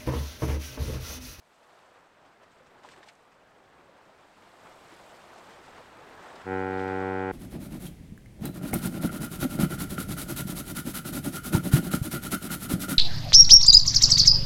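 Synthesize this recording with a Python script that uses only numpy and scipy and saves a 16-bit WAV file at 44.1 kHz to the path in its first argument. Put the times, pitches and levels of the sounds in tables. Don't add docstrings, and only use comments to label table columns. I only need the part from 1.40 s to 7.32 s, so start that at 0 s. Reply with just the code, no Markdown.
import sys
import numpy as np
from scipy import signal
from scipy.fft import rfft, irfft
from scipy.io import wavfile
from scipy.ndimage import uniform_filter1d

SR = 44100
rng = np.random.default_rng(int(sys.argv[2]) if len(sys.argv) > 2 else 0)


def unload_audio(sound):
    columns = np.transpose(np.atleast_2d(sound))
    steps = np.round(np.clip(columns, -1, 1) * 32767)
    wavfile.write(sys.argv[1], SR, steps.astype(np.int16))


def gain_from_db(level_db):
    decades = np.asarray(level_db, float) / 20
    return 10 ** decades


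N = 261072

# time_s, gurgle_db, froth_db (fizz against gurgle), depth_db (weight of large bubbles)
WATER_COURSE = [(0.0, -69, -8, 4), (0.03, -64.5, -10, 1), (0.36, -58.5, -12.5, -4.5), (0.8, -59.5, -17, 1),
                (1.37, -58, -16, 3), (1.6, -55, -16, 2), (1.74, -62, -11, .6), (1.9, -60, -16, 3),
                (2.54, -57.5, -17, 3), (3.0, -57.5, -13, 1.8), (3.2, -55.5, -12, 3.5),
                (3.55, -53, -11, 0.5), (4.3, -51.5, -14.5, 2.5), (4.5, -54.5, -13.5, 4),
                (4.85, -47.5, -17.5, 0.7), (5.1, -50, -15, 0), (5.45, -46, -21, 2.5),
                (5.92, -50.5, -17, .1)]
# crest_s, gurgle_lift_db, fizz_lift_db, fall_s
BREAKING_WAVES = [(.86, 3.5, 2, 0.029), (1.03, 2, 4, 0.017), (1.12, -1, 4, 0.026), (1.22, 0, 0.5, .1),
                  (1.46, 2.5, 9.5, 0.031), (1.519, -1.5, 12.5, 0.026), (1.63, -0.5, 0.5, 0.027),
                  (1.68, 1.5, 9, 0.03), (1.93, .3, 3.5, 0.028), (2.99, 2, 1, .05), (3.07, 1.3, 0, .04),
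                  (3.27, 3, 1.5, 0.063), (3.97, 1, 1, 0.033), (4.1, 1.3, 3, 0.037), (4.39, 3.5, 2, 0.093),
                  (4.58, 2.2, 1, .1), (4.9, -1.5, 2, 0.045), (4.96, 1.5, 5.5, 0.01), (5.41, 0, 4.5, 0.035),
                  (5.52, .3, 2.2, 0.17)]
RISE_PER_FALL = 0.63
# frequency_hz, density_db (per Hz)
GURGLE_COLOUR = [(59, -43.5), (100, 4), (156, -8), (183, -8), (216, -7.5), (377, -4), (409, -2.5),
                 (701, 0.5), (1440, -4), (2680, -15), (5000, -25), (6500, -33), (11000, -120)]
# frequency_hz, density_db (per Hz)
WASH_COLOUR = [(15, -38), (30, -7), (60, -9), (150, 0), (250, -3.5), (400, -4.5), (800, -32.5)]
# frequency_hz, density_db (per Hz)
FIZZ_COLOUR = [(1200, -20), (2200, -1), (3800, -2.5), (6000, -8), (8500, -7), (9300, -23), (12000, -52)]
# frequency_hz, density_db (per Hz)
SPRAY_COLOUR = [(7000, -21), (9300, 2), (12000, -2.5), (14000, -7), (16000, -10)]
WASH_DB, WASH_PER_DEPTH, WASH_PER_LIFT = -15.5, 0.54, 0.63
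SPRAY_DB, SPRAY_PER_FROTH, SPRAY_PER_BURST = -11.5, 0.73, 0.6
HAZE_DB = -36.5

# start_s, peak_db, dulling_db (per octave), centre_hz
SLAPS = [(0.2994, -53, 13, 1270), (0.387, -50, 7, 1220), (0.8494, -56, 7, 1420), (1.027, -48, 7, 1200),
         (1.266, -51, 4, 1230), (1.432, -43, 6, 1500), (1.4857, -39, 8.5, 1600), (1.511, -53, 20, 2340),
         (1.529, -41, 17, 1920), (1.558, -47, 6, 1220), (1.574, -49, 4, 1480), (1.627, -40, 10, 1840),
         (1.669, -51, 9, 1800), (1.683, -39, 8.5, 2160), (1.6903, -41, 11, 1560), (1.914, -49, 8, 1240),
         (2.986, -64, .3, 1220), (3.02, -45, 13, 1850), (3.491, -42, 7, 1260), (3.976, -44, 4, 1680),
         (4.092, -43, 8, 1260), (4.823, -48.5, 0, 1510), (5.013, -37, 9, 1610), (5.17, -55, 28, 5500),
         (5.3, -48, 12, 3000), (5.37, -44, 13, 3100), (5.392, -38, 14, 3200), (5.477, -45, 13, 3300)]
# start_s, peak_db, pitch_hz
PLOPS = [(0.268, -45, 1070), (0.331, -44, 662), (0.386, -46, 1150), (0.577, -47, 1360), (0.67, -45, 785),
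         (0.829, -44, 773), (1.016, -46, 770), (1.031, -42.5, 620), (1.207, -43, 513), (1.4615, -49, 1000),
         (1.476, -44, 450), (1.52, -40, 1050), (1.56, -42, 930), (1.58, -42.5, 378), (1.605, -41, 563),
         (1.675, -38.5, 820), (2.392, -47.5, 354), (2.457, -42, 860), (2.494, -41.5, 560),
         (2.612, -41, 855), (2.694, -42, 626), (2.852, -44, 587), (2.983, -42, 835), (3.523, -41.5, 312),
         (3.961, -37, 760), (3.985, -38, 636), (4.384, -37, 935), (4.405, -37.5, 523), (4.942, -37.5, 370),
         (5.019, -41, 1080)]
# start_s, peak_db, pitch_hz, length_cycles
DROPLETS = [(1.1214, -58, 7500, 2), (1.265, -49, 5500, 1.5), (1.4483, -36, 950, 3), (1.4532, -38, 880, 3),
            (1.5844, -58, 8300, 5), (1.7344, -55, 7900, 4), (1.7534, -44, 6500, 1.5), (1.822, -62, 5600, 4),
            (1.828, -60, 11500, 3), (1.8645, -56, 9500, 2), (3.987, -54, 11000, 2), (4.0394, -54, 12500, 4),
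            (4.258, -55, 12500, 2), (4.2632, -49, 8500, 3), (4.5735, -53, 12000, 2),
            (4.8694, -55, 10500, 4), (4.9596, -43, 4700, 3.5)]

# time_s, pitch_hz
HORN_PITCH = [(5.03, 94.83), (5.2, 94.78), (5.45, 94.8), (5.92, 94.87)]
# multiple, level_db
OVERTONES = [(1, -6), (2, -5), (3, -2), (4, 0), (5, 0), (6, -10), (7, -21), (8, -3), (9, -4), (10, -15),
             (11, -16), (12, -37), (13, -33), (14, -12), (15, -9), (16, -10), (17, -13), (18, -18),
             (19, -19), (20, -14), (21, -17), (22, -24), (23, -22), (24, -20), (25, -23), (26, -23),
             (27, -30), (28, -35), (29, -37), (30, -34)]
START_S, FIRST_PUFF_S = 5.03, 5.0132
OPEN_S, BUILD_S, PEAK_S, SETTLE_S = 0.024, 0.042, 0.095, 0.27
SHUT_DB, OPEN_DB, BUILD_DB, OVERSHOOT_DB = -24, -4, -4, 1.5
HOLD_DB = -30.5
DULL_DB_PER_KHZ, CLEAR_S = 62, 0.0388
ECHO_S, ECHO_RISE_S, ECHO_DB = 0.4, 0.22, -10.5


def evened(x):
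    return x / np.sqrt(np.mean(x ** 2) + 1e-20)


def read(points, hz):
    f, value = np.transpose(points)
    return np.interp(np.log(hz + 1), np.log(f + 1), value)


def curves(rows):
    s, *columns = np.transpose(rows)
    return [np.interp(np.arange(N) / SR, s, column) for column in columns]


def add(mix, s, sound):
    part = mix[round(s * SR):][:len(sound)]
    part += sound[:len(part)]


def noise(colour, patchy_db, flicker_db, size=512):
    frames = 4 * N // size + 5
    hz = np.fft.rfftfreq(size, 1 / SR)
    real, imaginary, patches = rng.standard_normal((frames, len(hz), 3)).T
    patches = uniform_filter1d(patches, size=10, axis=0)
    patches = evened(uniform_filter1d(patches, size=14, axis=1))
    flicker = evened(uniform_filter1d(rng.standard_normal(frames), size=4))
    level_db = read(colour, hz)[:, None] + patchy_db * patches + flicker_db * flicker
    spectra = (real + 1j * imaginary) * gain_from_db(level_db)
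    return evened(signal.istft(spectra, nperseg=size, noverlap=3 * size // 4)[1][:N])


def bubble(hz, cycles, rise):
    u = np.arange(int(3 * cycles / hz * SR)) / SR * hz / cycles
    ring = np.sin(2 * np.pi * cycles * (u + rise * u ** 2 / 2))
    return ring * np.exp(-2 * u) * np.minimum(u * cycles, 1)


def bubbles(colour, lo_hz, hi_hz, per_s, cycles, spread_db, clump, count=30):
    crowd = np.exp(clump * evened(uniform_filter1d(rng.standard_normal(N), size=900)))
    released = rng.random(N) < per_s / SR * crowd / crowd.mean()
    kind = np.where(released, rng.integers(0, count, N), -1)
    strength = gain_from_db(spread_db * np.minimum(rng.exponential(1, N), 5))
    out = np.zeros(N)
    for k, hz in enumerate(np.geomspace(lo_hz, hi_hz, count)):
        rung = signal.oaconvolve(strength * (kind == k), bubble(hz, cycles, 0.097))[:N]
        out += gain_from_db(read(colour, hz)) * hz * rung
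    return evened(out)


def surges():
    crest_s, gurgle_db, fizz_db, fall_s = np.transpose(BREAKING_WAVES)
    coarse = np.arange(0, N, 32)
    u = (coarse[:, None] / SR - crest_s) / np.maximum(fall_s, 0.005)
    shape = np.exp(-np.where(u < 0, u / RISE_PER_FALL, u) ** 2)
    return [np.interp(np.arange(N), coarse, shape @ db) for db in (gurgle_db, fizz_db)]


def gurgle(depth_db):
    sound = 0.9 * noise(GURGLE_COLOUR, 1.0, 0.16)
    sound += 0.49 * bubbles(GURGLE_COLOUR, 266, 3550, 2500, 6.4, 1.4, 0.7)
    deep = signal.lfilter(*signal.butter(2, 520, fs=SR), sound)
    return sound + (gain_from_db(depth_db) - 1) * deep


def wash():
    return noise(WASH_COLOUR, 0.46, 0.46, size=2048)


def fizz():
    sound = 0.77 * noise(FIZZ_COLOUR, 0.68, 1.0, size=256)
    return sound + 0.31 * bubbles(FIZZ_COLOUR, 2010, 8150, 2500, 8.9, 4.3, 0.8)


def spray():
    sound = 0.8 * noise(SPRAY_COLOUR, 1.1, 0.6, size=256)
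    return sound + 0.36 * bubbles(SPRAY_COLOUR, 9000, 15000, 300, 3.0, 4.0, 0.9)


def water():
    swell_db, froth_db, depth_db = curves(WATER_COURSE)
    lift_db, burst_db = surges()
    wash_db = WASH_DB + WASH_PER_DEPTH * depth_db + WASH_PER_LIFT * lift_db
    fizz_db = froth_db + burst_db + 3.5
    spray_db = froth_db + SPRAY_DB + SPRAY_PER_BURST * burst_db
    spray_db += SPRAY_PER_FROTH * (froth_db - froth_db.mean())
    mix = gain_from_db(lift_db) * gurgle(depth_db) + gain_from_db(wash_db) * wash() + gain_from_db(fizz_db) * fizz()
    mix += np.hypot(gain_from_db(spray_db), gain_from_db(HAZE_DB)) * spray()
    return gain_from_db(swell_db) * mix


def slaps():
    size = 4096
    out, hz, t = np.zeros(N), np.fft.rfftfreq(size, 1 / SR), np.arange(size) / SR
    envelope = np.minimum(t / 0.0035, 1) * np.exp(-(t / 0.015) ** 2)
    treble_db = read([(8500, -3), (9500, -12.0), (15000, -25)], hz)
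    for s, db, dull_db, centre_hz in SLAPS:
        hiss, clumps = rng.standard_normal((2, size))
        clumps = np.clip(evened(uniform_filter1d(clumps, size=70)), -2, 1.2)
        grains = hiss * np.exp(0.6 * clumps)
        colour = gain_from_db(-dull_db * abs(np.log2((hz + 1) / centre_hz)) + treble_db)
        burst = evened(irfft(rfft(grains) * colour))
        add(out, s, gain_from_db(db - 12) * burst * envelope)
    return out


def plops_and_droplets():
    out = np.zeros(N)
    for s, db, pitch_hz in PLOPS:
        add(out, s, gain_from_db(db - 3.0) * bubble(pitch_hz, 5.7, 0.032))
    for s, db, pitch_hz, cycles in DROPLETS:
        add(out, s, gain_from_db(db + 4) * bubble(pitch_hz, cycles, 0.04))
    return out


def horn():
    start = round(START_S * SR)
    t = np.arange(N - start) / SR
    pressure_s = [0, OPEN_S, BUILD_S, PEAK_S, SETTLE_S]
    level_db = HOLD_DB + np.interp(t, pressure_s, [SHUT_DB, OPEN_DB, BUILD_DB, OVERSHOOT_DB, 0])
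    dull_db = DULL_DB_PER_KHZ * np.maximum(1 - (t / CLEAR_S) ** 2, 0)
    hz = curves(HORN_PITCH)[0]
    turns = (np.cumsum(hz) - np.sum(hz[:round(FIRST_PUFF_S * SR)])) / SR
    hz, turns = hz[start:], turns[start:]
    tops_db = np.r_[np.transpose(OVERTONES)[1], -34 - 0.27 * np.arange(8) ** 2]
    echoes = gain_from_db(ECHO_DB) * np.sqrt(uniform_filter1d(gain_from_db(tops_db) ** 2, size=7))
    filled = np.clip((t - ECHO_S) / ECHO_RISE_S, 0, 1)
    out = 0
    for k, (top, echo) in enumerate(zip(gain_from_db(tops_db), echoes), 1):
        f, p = rng.uniform(0.7, 9, 8), rng.random(8)
        waver = np.sin(2 * np.pi * (t[::200, None] * f + p)).sum(1)
        waver_db = 0.065 * np.sqrt(k) * np.interp(t, t[::200], waver)
        mirror = np.angle(1 - 1.4 * np.exp(-2j * np.pi * k / 6.9))
        flare = -3 * np.log(k)
        late = np.sign(0.5 - p[0]) * np.arctan2(filled * echo, top)
        strength = np.hypot(top, filled * echo) * gain_from_db(waver_db - dull_db * k * hz / 1000)
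        out = out + strength * np.cos(2 * np.pi * k * turns + mirror + flare + late)
    blast = gain_from_db(level_db) * out / np.sqrt(np.sum(gain_from_db(tops_db) ** 2) / 2)
    return np.r_[np.zeros(start), blast]


def scene():
    mix = water() + slaps() + plops_and_droplets() + horn()
    fade = np.minimum(np.arange(N)[::-1] / SR / 0.004, 1)
    return (mix * fade)[None]


def band_limit(x):
    return signal.sosfilt(signal.butter(12, 15610, fs=SR, output="sos"), x)


def record(dry):
    return band_limit(dry)


dry = scene()
out = record(dry)
unload_audio(out)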